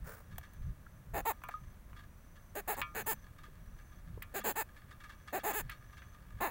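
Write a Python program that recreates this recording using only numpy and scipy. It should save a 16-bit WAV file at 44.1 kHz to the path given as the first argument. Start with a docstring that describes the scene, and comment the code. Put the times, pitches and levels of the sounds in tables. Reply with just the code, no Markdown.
"""Shallow water, outdoors: a light breeze rumbles on the microphone while a catch stirs in an aluminium pot.
Close by, a wet hand slides over the fish and ticks on it; a far insect soon trills, and water drips.
Then the catfish, held over the pot, croaks by grinding its fin spines in their sockets: each stroke is a run
of ridge slips that speeds up and slows down, ringing the body and rasping in the treble.
Knocks ring the pot's metal between and after the first strokes."""
import sys
import numpy as np
from scipy import signal
from scipy.fft import rfft, irfft
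from scipy.io import wavfile
from scipy.ndimage import uniform_filter1d

SR = 44100
rng = np.random.default_rng(int(sys.argv[2]) if len(sys.argv) > 2 else 0)


def unload_wav(signal):
    """Save mono or channel-first audio to the path in sys.argv[1] as 16-bit WAV at rate SR, clipped to [-1, 1]."""
    wavfile.write(
        sys.argv[1],
        SR,
        np.round(np.clip(np.atleast_2d(signal).T, -1, 1) * 32767).astype(np.int16),
    )


N = 286914
TIME = np.arange(N) / SR


def from_db(db):
    """Decibels to gain."""
    return 10 ** (np.asarray(db) / 20)


def rms_one(x):
    """Scale to unit power."""
    return x / np.sqrt(np.mean(x ** 2) + 1e-20)


def level_along(rows, t):
    """Level in dB at times t, joined by straight lines between the (time_s, level_db) rows."""
    time_s, level_db = np.transpose(rows)
    return np.interp(t, time_s, level_db)


def add(out, s, x):
    """Mix x in from second s."""
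    at = max(0, round(s * SR))
    out[at:at + len(x)] += x[:max(0, N - at)]


def coloured(x, spectrum, size=2048):
    """Causal (minimum-phase) filter with the given spectrum and unit power gain."""
    hz, db = np.transpose(spectrum)
    grid = np.maximum(np.arange(size // 2 + 1) * SR / size, 1)
    grid_db = np.interp(np.log(grid), np.log(hz), db)
    cepstrum = irfft(np.log(from_db(grid_db)))
    # folding the cepstrum onto positive times makes the response minimum-phase
    cepstrum[1:size // 2] *= 2
    cepstrum[size // 2 + 1:] = 0
    response = irfft(np.exp(rfft(cepstrum)))
    return signal.fftconvolve(x, response / np.linalg.norm(response))[:len(x)]


def resonance(x, hz, width_hz):
    """Two-pole band-pass, gain 1 on top."""
    r = np.exp(-np.pi * width_hz / SR)
    poles = [1, -2 * r * np.cos(2 * np.pi * hz / SR), r * r]
    return signal.lfilter(np.array([1, 0, -1]) * (1 - r * r) / 2, poles, x + 1e-18)


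def body(x, modes):
    """Parallel resonances of alternating sign."""
    return sum((-1) ** k * from_db(db) * resonance(x, hz, width) for k, (hz, width, db) in enumerate(modes))


def high_pass(x, hz):
    """Fourth-order low cut."""
    return signal.sosfilt(signal.butter(4, hz, "high", fs=SR, output="sos"), x)


def low_pass(x, hz):
    """Fourth-order high cut."""
    return signal.sosfilt(signal.butter(4, hz, fs=SR, output="sos"), x)


def dispersed(x, hz, width_hz):
    """All-pass: soft tissue delays one band and so smears each thump in time."""
    r = np.exp(-np.pi * width_hz / SR)
    poles = np.array([1, -2 * r * np.cos(2 * np.pi * hz / SR), r * r])
    return signal.lfilter(poles[::-1], poles, x)


def dying(t, t60):
    """Exponential decay, 60 dB down after t60 seconds."""
    return from_db(-60 * t / t60)


def evened(x, live, size=441):
    """Hold the short-term power at one for the live samples; what follows dies freely."""
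    power = uniform_filter1d(x[:live] ** 2, size)
    return x / np.sqrt(np.pad(power, (0, len(x) - live), "edge") + 1e-12)


def wander(step_s):
    """A random value every step, joined by straight lines; the values spread about 1."""
    return np.interp(TIME / step_s, np.arange(4096), rng.standard_normal(4096))


# colour of the breeze's rumble on the microphone: pitch_hz, density_db [dB per Hz]
RUMBLE_COLOUR = [(8.8, -55), (15, 2), (43, 3), (113, -2.5), (183, -10.5), (261, -39), (400, -31),
                 (520, -56), (880, -120)]
# the breeze between gusts: time_s, level_db
BREEZE_LULL = [(0, -56), (1.7, -55.5), (2.3, -56), (2.9, -54), (3.9, -54), (4.6, -56), (5.4, -57.5),
               (5.8, -54.5), (6.5, -54.5)]
# gusts on the microphone: centre_s, half_length_s, level_db
WIND_GUSTS = [(.025, 0.039, -44.5), (0.348, 0.043, -47), (0.603, 0.022, -39.5), (0.681, .03, -37),
              (1.164, 0.052, -42.5), (1.657, 0.052, -49.5), (1.937, .06, -51.5), (2.814, 0.022, -50.5),
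              (3.697, 0.078, -51.5), (4.132, 0.09, -47), (5.65, .04, -44), (6.363, .03, -45)]
# colour of the open air over the water: pitch_hz, density_db [dB per Hz]
OPEN_AIR_COLOUR = [(120, -16.5), (200, -2.5), (432, -16), (569, -11.5), (806, -18), (1100, -14),
                   (1560, -17.5), (1710, -18), (2910, -27.5), (5330, -33), (5940, -28.5), (7010, -31.5),
                   (15100, -28), (16000, -20.5)]


def outdoors(air_db=-63, wander_db=1, wander_s=.08):
    """Lumpy wind on the microphone, swelling in bell-shaped gusts, over a quiet steady hiss."""
    wind = evened(coloured(rng.standard_normal(N), RUMBLE_COLOUR, size=16384), N, size=4410)
    power = from_db(level_along(BREEZE_LULL, TIME) + wander_db * wander(wander_s)) ** 2
    for s, half_s, db in WIND_GUSTS:
        power = power + from_db(db) ** 2 * np.exp(-((TIME - s) / half_s) ** 2)
    air = rms_one(high_pass(coloured(rng.standard_normal(N), OPEN_AIR_COLOUR), 133))
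    return wind * np.sqrt(power) + from_db(air_db) * air


# how restless the catch is between splashes: time_s, level_db
RESTLESSNESS = [(0, -76), (.4, -66.5), (.9, -79.5), (1.4, -67.5), (2.3, -79), (2.9, -68.5), (4.1, -69.5),
                (5.1, -69), (5.55, -56), (5.8, -65), (6.5, -67.5)]
# resonances of the air in the pot: pitch_hz, width_hz, level_db
POT_AIR = [(1213, 32.5, 5), (1678, 93, 2), (2286, 21, -5.5), (2720, 23, -7.5), (3360, 27, -8.5),
           (3690, 22, -8.5), (4380, 23, -13)]


def fidgeting(drops_per_s=400, size_db=4.5, clump_db=4.0, clump_s=0.024, spray_db=-17.5):
    """Tiny splashes come in random clumps and keep the hollow of the pot sounding."""
    falls = rng.random(N) < drops_per_s / SR
    sizes = from_db(size_db * np.minimum(rng.exponential(1, N), 3))
    drops = falls * sizes * rng.choice([-1, 1], N)
    drops = drops * from_db(clump_db * wander(clump_s))
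    spray = high_pass(resonance(drops, 1000, 2300), 790)
    splashes = body(drops, POT_AIR) + from_db(spray_db) * spray
    return from_db(level_along(RESTLESSNESS, TIME)) * rms_one(splashes)


# a wet hand slides on the skin: time_s, level_db
HAND_SLIDE = [(0.04, -63.5), (0.076, -46), (0.088, -48.5), (0.134, -47), (0.22, -64.5), (0.26, -84)]
# colour of the slide: pitch_hz, density_db [dB per Hz]
SKIN_COLOUR = [(180, -42), (300, -15), (354, -24), (447, 0), (870, -11.5), (930, -5.5), (1530, -1.5),
               (3030, -24.5), (10600, -20), (12100, -26), (16000, -7.5)]
# sharp wet ticks of fingers, fins and line, and the bright contact of some knocks on the pot: start_s,
# level_db, slap_db [re tick]
WET_TICKS = [(.382, -35, 10.5), (0.535, -55, 7), (1.437, -45, 7), (1.487, -43.5, 12), (2.554, -41.5, 3),
             (2.816, -39.5, -11), (4.224, -39.5, -19), (4.365, -35, 8), (5.698, -44, 0)]
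# colour of a ridge's click, shared by the ticks and the croaks: pitch_hz, density_db [dB per Hz]
CLICK_COLOUR = [(1500, -24), (3000, -12), (4300, -17.5), (5600, -9.5), (6500, -8), (7300, -4), (8800, -9),
                (10300, -5), (11900, -1.5), (13200, -4), (14500, 1), (15450, 7), (16500, -4)]


def handling(tick_t60=0.022, slap_cut_hz=600, flutter_db=3.0, flutter_s=.005):
    """Wet fingers slide in small jerks and tick on the fish and the line; some ticks are the bright contact of
    knocks on the pot."""
    friction = rng.standard_normal(N) * from_db(flutter_db * wander(flutter_s))
    out = rms_one(coloured(friction, SKIN_COLOUR)) * from_db(level_along(HAND_SLIDE, TIME))
    out *= (TIME > HAND_SLIDE[0][0]) & (TIME < HAND_SLIDE[-1][0])
    t = np.arange(SR // 10) / SR
    for s, db, slap_db in WET_TICKS:
        snap = rng.standard_normal(len(t)) * dying(t, tick_t60)
        slap = high_pass(resonance(snap, 670, 700), slap_cut_hz)
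        add(out, s, from_db(db) * (coloured(snap, CLICK_COLOUR) + from_db(slap_db) * slap))
    return out


# far insect trills: start_s, end_s, level_db
INSECT_TRILLS = [(0.157, .7, -74), (0.77, 0.978, -77.5), (1.196, 1.728, -73.5), (2.02, 2.522, -73.5),
                 (2.783, 3.254, -69.5), (3.554, 3.998, -72), (5.028, 5.354, -73), (5.689, 6.164, -70.5)]


def insect(first_hz=5800, last_hz=6130, waver_hz=90, pulses_per_s=28):
    """A narrow pulsing trill that climbs a little and swells."""
    out = np.zeros(N)
    for start, end, db in INSECT_TRILLS:
        t = np.arange(int((end - start) * SR)) / SR
        effort = np.sin(np.pi / 2 * t / t[-1])
        waver = rms_one(uniform_filter1d(rng.standard_normal(SR), size=80))[:len(t)]
        pitch_hz = first_hz + (last_hz - first_hz) * effort + waver_hz * waver
        tone = np.sin(2 * np.pi * np.cumsum(pitch_hz) / SR)
        pulses = np.abs(np.sin(np.pi * pulses_per_s * t))
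        add(out, start, from_db(db) * np.sqrt(effort) * tone * pulses)
    return out


# the catch splashes in the pot: time_s, level_db
SPLASHES = [(.313, -71), (0.4338, -67.5), (1.512, -64.5), (1.965, -68), (1.9905, -67.5), (2.3592, -72.5),
            (2.745, -62), (3.3842, -68), (3.4367, -65), (3.7874, -72.5), (4.4045, -60.5), (4.766, -68),
            (4.911, -65.5), (5.0033, -67), (5.0382, -62), (5.0942, -63), (5.1224, -69), (5.2766, -60.5),
            (5.3938, -62), (5.7136, -60), (5.929, -69.5), (5.9707, -66.5)]


def stirs(t60=0.11, rise_s=.003, spray_db=-18.5):
    """Small splashes: clumps of droplets that sound the hollow of the pot."""
    out, t = np.zeros(N), np.arange(SR // 4) / SR
    for s, db in SPLASHES:
        # cubing the noise leaves sparse, spiky droplets
        drops = rng.standard_normal(len(t)) ** 3 * dying(t, t60) * (1 - np.exp(-t / rise_s))
        spray = high_pass(resonance(drops, 670, 2970), 650)
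        splash = body(drops, POT_AIR) + from_db(spray_db) * spray
        add(out, s - rise_s, from_db(db) * rms_one(splash))
    return out


# drips: start_s, level_db, pitch_hz [of the bubble, at first], t60_s
WATER_DRIPS = [(0.864, -44, 1620, 0.021), (.866, -40.5, 1370, 0.018), (1.54, -32, 1246, 0.11),
               (3.483, -45, 376, 0.02), (4.175, -34, 444, 0.017), (4.178, -43.5, 990, 0.013)]


def drips(rise_s=0.0012, glide=0.0045):
    """Each drop traps a bubble whose pitch rises a little."""
    out, t = np.zeros(N), np.arange(SR // 5) / SR
    for s, db, hz, t60 in WATER_DRIPS:
        # after t60 the pitch is up by twice the glide, as a share
        phase = 2 * np.pi * hz * t * (1 + glide * t / t60)
        add(out, s, from_db(db) * np.sin(phase) * dying(t, t60) * (1 - np.exp(-t / rise_s)))
    return out


def slips(rise, length, top_rate, uneven, count, first_speed=.6, last_speed=0.46, plateau=1.4, size_db=2.0):
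    """One click per ridge: the spine is fastest and steadiest in mid-swing, and catches near the ends."""
    clicks, s, drag = np.zeros(count), 0, 0
    for late, strong, grip in rng.standard_normal((64, 3)):
        if s >= length:
            break
        # swing: 0 where the spine is fastest, 1 at either end
        swing = (rise - s) / rise if s < rise else (s - rise) / (length - rise)
        slowest = first_speed if s < rise else last_speed
        speed = 1 - (1 - slowest) * np.sin(np.pi / 2 * swing ** plateau) ** 2
        jitter = uneven + .08 * swing ** 3
        # friction lingers over a few ridges and bends the pitch
        drag = .7 * drag + .35 * uneven * grip
        # the last 10 ms fade out
        ease = min(1, (length - s) / .01)
        clicks[int(s * SR)] = ease * from_db(strong * size_db * (-0.28 + 10 * jitter))
        s += np.exp(.8 * late * jitter + drag) / (top_rate * speed)
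    return clicks


def arch(progress, shape, lean_db):
    """Level in dB along a stroke: a parabola up to the peak and another down from it, leaning to one end."""
    peak, start_db, end_db = shape
    rising_sag = start_db * (1 - progress / peak) ** 2
    falling_sag = end_db * ((progress - peak) / (1 - peak)) ** 2
    return lean_db * (progress - .5) - np.where(progress < peak, rising_sag, falling_sag)


# resonance of the belly wall: pitch_hz, width_hz
BELLY_WALL = (412, 212)
# resonances of the skull: pitch_hz, width_hz, level_db
SKULL_MODES = [(1463, 430, -11.5), (1762, 220, -7), (2300, 100, -17), (2510, 53, -12), (2663, 340, -21),
               (3610, 65, -22), (4160, 260, -25)]


def body_voice(thumps, progress, bladder_hz, belly_db, skull_db, bladder_width_hz=200,
               skull_gain_db=3.5, skull_spread_db=1.5, low_cut_hz=180, flesh_hz=4200):
    """Thumps ring the swim bladder, belly wall and skull, and the flesh dulls and smears them."""
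    # every ridge jolts the skull with a strength of its own;
    # the skull takes over from the bladder as the fin swings, by skull_gain_db from start to end
    spread_db = skull_spread_db * rng.standard_normal(len(thumps))
    jolts = thumps * from_db(skull_gain_db * (progress - .5) + spread_db)
    voice = resonance(thumps, bladder_hz, bladder_width_hz)
    voice -= from_db(belly_db) * resonance(thumps, *BELLY_WALL)
    voice -= from_db(skull_db) * body(jolts, SKULL_MODES)
    return dispersed(low_pass(high_pass(voice, low_cut_hz), flesh_hz), 1550, 550)


def spine_rasp(clicks, grit, t, spine_hz, spine_db, grit_db=-4.5, bone_db=-7.5, bone_t60=.006,
               spine_width_hz=550, snag_db=-1.0):
    """Some ridges snag harder; the spine's many high modes ring briefly, differently in every grip."""
    snags = clicks * from_db(snag_db * rng.standard_normal(len(t)))
    bone = signal.fftconvolve(snags, rng.standard_normal(len(t)) * dying(t, bone_t60))[:len(t)]
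    scrape = snags + from_db(bone_db) * bone + from_db(grit_db) * grit
    return coloured(scrape, CLICK_COLOUR) + from_db(spine_db) * resonance(scrape, spine_hz, spine_width_hz)


# spine strokes of the fish close by: start_s, fastest_s, end_s, top_rate [slips per s], unevenness [0-1],
# body_db, rasp_db, lean_db [change of force from start to end], bladder_hz, belly_db [re bladder],
# skull_db [re bladder], spine_hz, spine_db [spine ring re rasp]
SPINE_STROKES = [(1.135, 1.17, 1.216, 386, 0.14, -37, -44, 0.5, 774, -5.5, -1.5, 7200, -1),
                 (1.251, 1.277, 1.326, 463, .012, -32.5, -38.5, 0, 893, -12, -5, 7160, -14),
                 (2.55, 2.585, 2.613, 430, 0.08, -40.5, -44, -1.5, 650, -3.5, 1.5, 7000, -1),
                 (2.675, 2.7, 2.750, 438, 0.07, -36.5, -38, -6, 774, -8.5, 1, 7600, -14),
                 (2.763, 2.791, 2.815, 307, 0.17, -42.5, -45.5, 5, 940, -8, 0, 7900, -3),
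                 (2.946, 2.98, 3.031, 430, 0.13, -40, -42, -2.5, 810, -2, 9.5, 6760, -1),
                 (3.061, 3.089, 3.142, 455, 0.03, -38, -34, 0, 936, -6, 4, 7300, -12),
                 (4.339, 4.371, 4.406, 397, 0.03, -39.5, -41, -0.5, 676, -2.5, 5, 7170, 1),
                 (4.438, 4.475, 4.526, 434, 0.11, -36, -35.5, 0.5, 890, -2, 5, 7550, 1),
                 (4.554, 4.587, 4.632, 452, 0.02, -36.5, -37.5, 3.5, 875, -8.5, 4.5, 7600, -2),
                 (5.325, 5.359, 5.395, 401, 0.05, -35.5, -43, -1, 720, -4, 0.5, 7150, 1.5),
                 (5.433, 5.482, 5.527, 436, 0.07, -35, -38, 3.5, 820, -5.5, 0.5, 7400, -3),
                 (5.53, 5.569, 5.620, 435, 0.01, -39, -37.5, 1.5, 950, -3.5, 7.5, 7360, -3),
                 (6.403, 6.427, 6.500, 387, 0.08, -34.5, -42.5, -7, 920, -7.5, 1.5, 7140, -2)]
# how the force of a stroke arches: peak [share of the stroke], start_db and end_db [how much lower]
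BODY_FORCE = (0.44, 7.7, 10)
RASP_FORCE = (0.53, 5.8, 10.6)
# edges of a hollow in the croak's treble: low_hz, high_hz
TREBLE_HOLLOW = (5065, 6370)


def croaks(grit_t60=.009, bite_s=0.0029):
    """Each slip thumps the swim bladder and skull and sheds a brief gritty click that rings the spine."""
    out = np.zeros(N)
    t = np.arange(SR // 7) / SR
    for (start, fastest, end, top_rate, uneven, body_db, rasp_db, lean_db,
         bladder_hz, belly_db, skull_db, spine_hz, spine_db) in SPINE_STROKES:
        length = end - start
        progress = np.minimum(t / length, 1)
        clicks = slips(fastest - start, length, top_rate, uneven, count=len(t))
        grit_level = signal.lfilter([1], [1, -dying(1 / SR, grit_t60)], clicks)
        grit = grit_level * rng.standard_normal(len(t))
        thumps = clicks + (.008 + uneven / 4) * grit
        voice = body_voice(thumps, progress, bladder_hz, belly_db, skull_db)
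        rasp = spine_rasp(clicks, grit, t, spine_hz, spine_db)
        live = min(int((length - .005) * SR), len(t))
        stroke = from_db(body_db + arch(progress, BODY_FORCE, lean_db)) * evened(voice, live)
        stroke += from_db(rasp_db + arch(progress, RASP_FORCE, lean_db)) * evened(rasp, live)
        add(out, start, stroke * (1 - np.exp(-t / bite_s)))
    return signal.sosfilt(signal.butter(2, TREBLE_HOLLOW, "bandstop", fs=SR, output="sos"), out)


# knocks on the pot: start_s, level_db, colour_hz [centre of the contact's colour], contact_t60_s,
# ring_db [re slap]
POT_KNOCKS = [(1.418, -51, 1270, 0.031, -21), (1.437, -43.5, 990, 0.027, 0), (1.452, -59, 960, 0.062, -16),
              (1.489, -34.5, 1020, 0.035, -20), (1.930, -53, 1300, 0.032, -9),
              (2.816, -33.5, 1890, 0.054, 0), (4.221, -44, 1900, 0.069, -7.5),
              (5.695, -41.5, 1790, 0.093, -12.5), (6.019, -51, 1630, 0.079, -12)]
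# modes of the pot's wall: pitch_hz, level_db, t60_s
POT_WALL = [(554, -22, .4), (996, -4, .14), (1104, -7, .2), (1217, -4, .35), (1378, -8, .3),
            (1745, -9, .17), (2283, -4.5, .18), (2378, -9, .15), (2455, -6, .12), (2510, -8, .15),
            (2730, -9, .1), (2860, -5, .08), (3214, -11, .14), (3418, -9, .1), (3690, -18, .1),
            (4300, -18, .09), (4750, -16, .08)]


def knocks(colour_width_hz=650, low_cut_share=.4, high_cut_share=2.2, mode_spread_db=1.0):
    """A short wet slap on the wall, then the metal rings."""
    out, t = np.zeros(N), np.arange(SR // 2) / SR
    for s, db, colour_hz, contact_t60, ring_db in POT_KNOCKS:
        slap = resonance(rng.standard_normal(len(t)), colour_hz, colour_width_hz)
        slap = low_pass(high_pass(slap, low_cut_share * colour_hz), high_cut_share * colour_hz)
        slap = evened(slap, len(t)) * dying(t, contact_t60)
        ring = np.zeros(len(t))
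        for hz, mode_db, t60 in POT_WALL:
            # the modes nearest the contact's colour take most of the blow
            share = 1 / (1 + np.log2(hz / colour_hz) ** 2)
            gain = share * from_db(mode_db + rng.normal(0, mode_spread_db)) * rng.choice([-1, 1])
            ring += gain * dying(t, t60) * np.sin(2 * np.pi * hz * t)
        add(out, s, from_db(db) * (slap + from_db(ring_db) * ring))
    return out


# the air of the whole pot booms at its mouth: pitch_hz, width_hz, level_db
POT_BOOM = [(205, 9.1, 24), (540, 21, -39)]


def surroundings(x, scatter_t60=.07, scatter_db=-17, pot_db=-50.0):
    """Brief scatter from arms, water and reeds; the open pot hums along."""
    t = np.arange(SR // 4) / SR
    tail = rng.standard_normal(len(t)) * dying(t, scatter_t60) * (t > .001)
    scatter = signal.fftconvolve(x, tail / np.linalg.norm(tail))[:N]
    hum = from_db(pot_db) * body(x, POT_AIR) + body(x, POT_BOOM)
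    return x + from_db(scatter_db) * scatter + hum


def scene():
    """Fish and pot close by, insect and breeze around."""
    near = surroundings(croaks() + handling()) + knocks() + stirs() + fidgeting() + drips()
    return (near + insect() + outdoors())[None]


def record(dry, cutoff_hz=15780):
    """The top is cut steeply."""
    return signal.sosfilt(signal.ellip(10, .2, 70, cutoff_hz, fs=SR, output="sos"), dry)


dry = scene()
out = record(dry)
unload_wav(out)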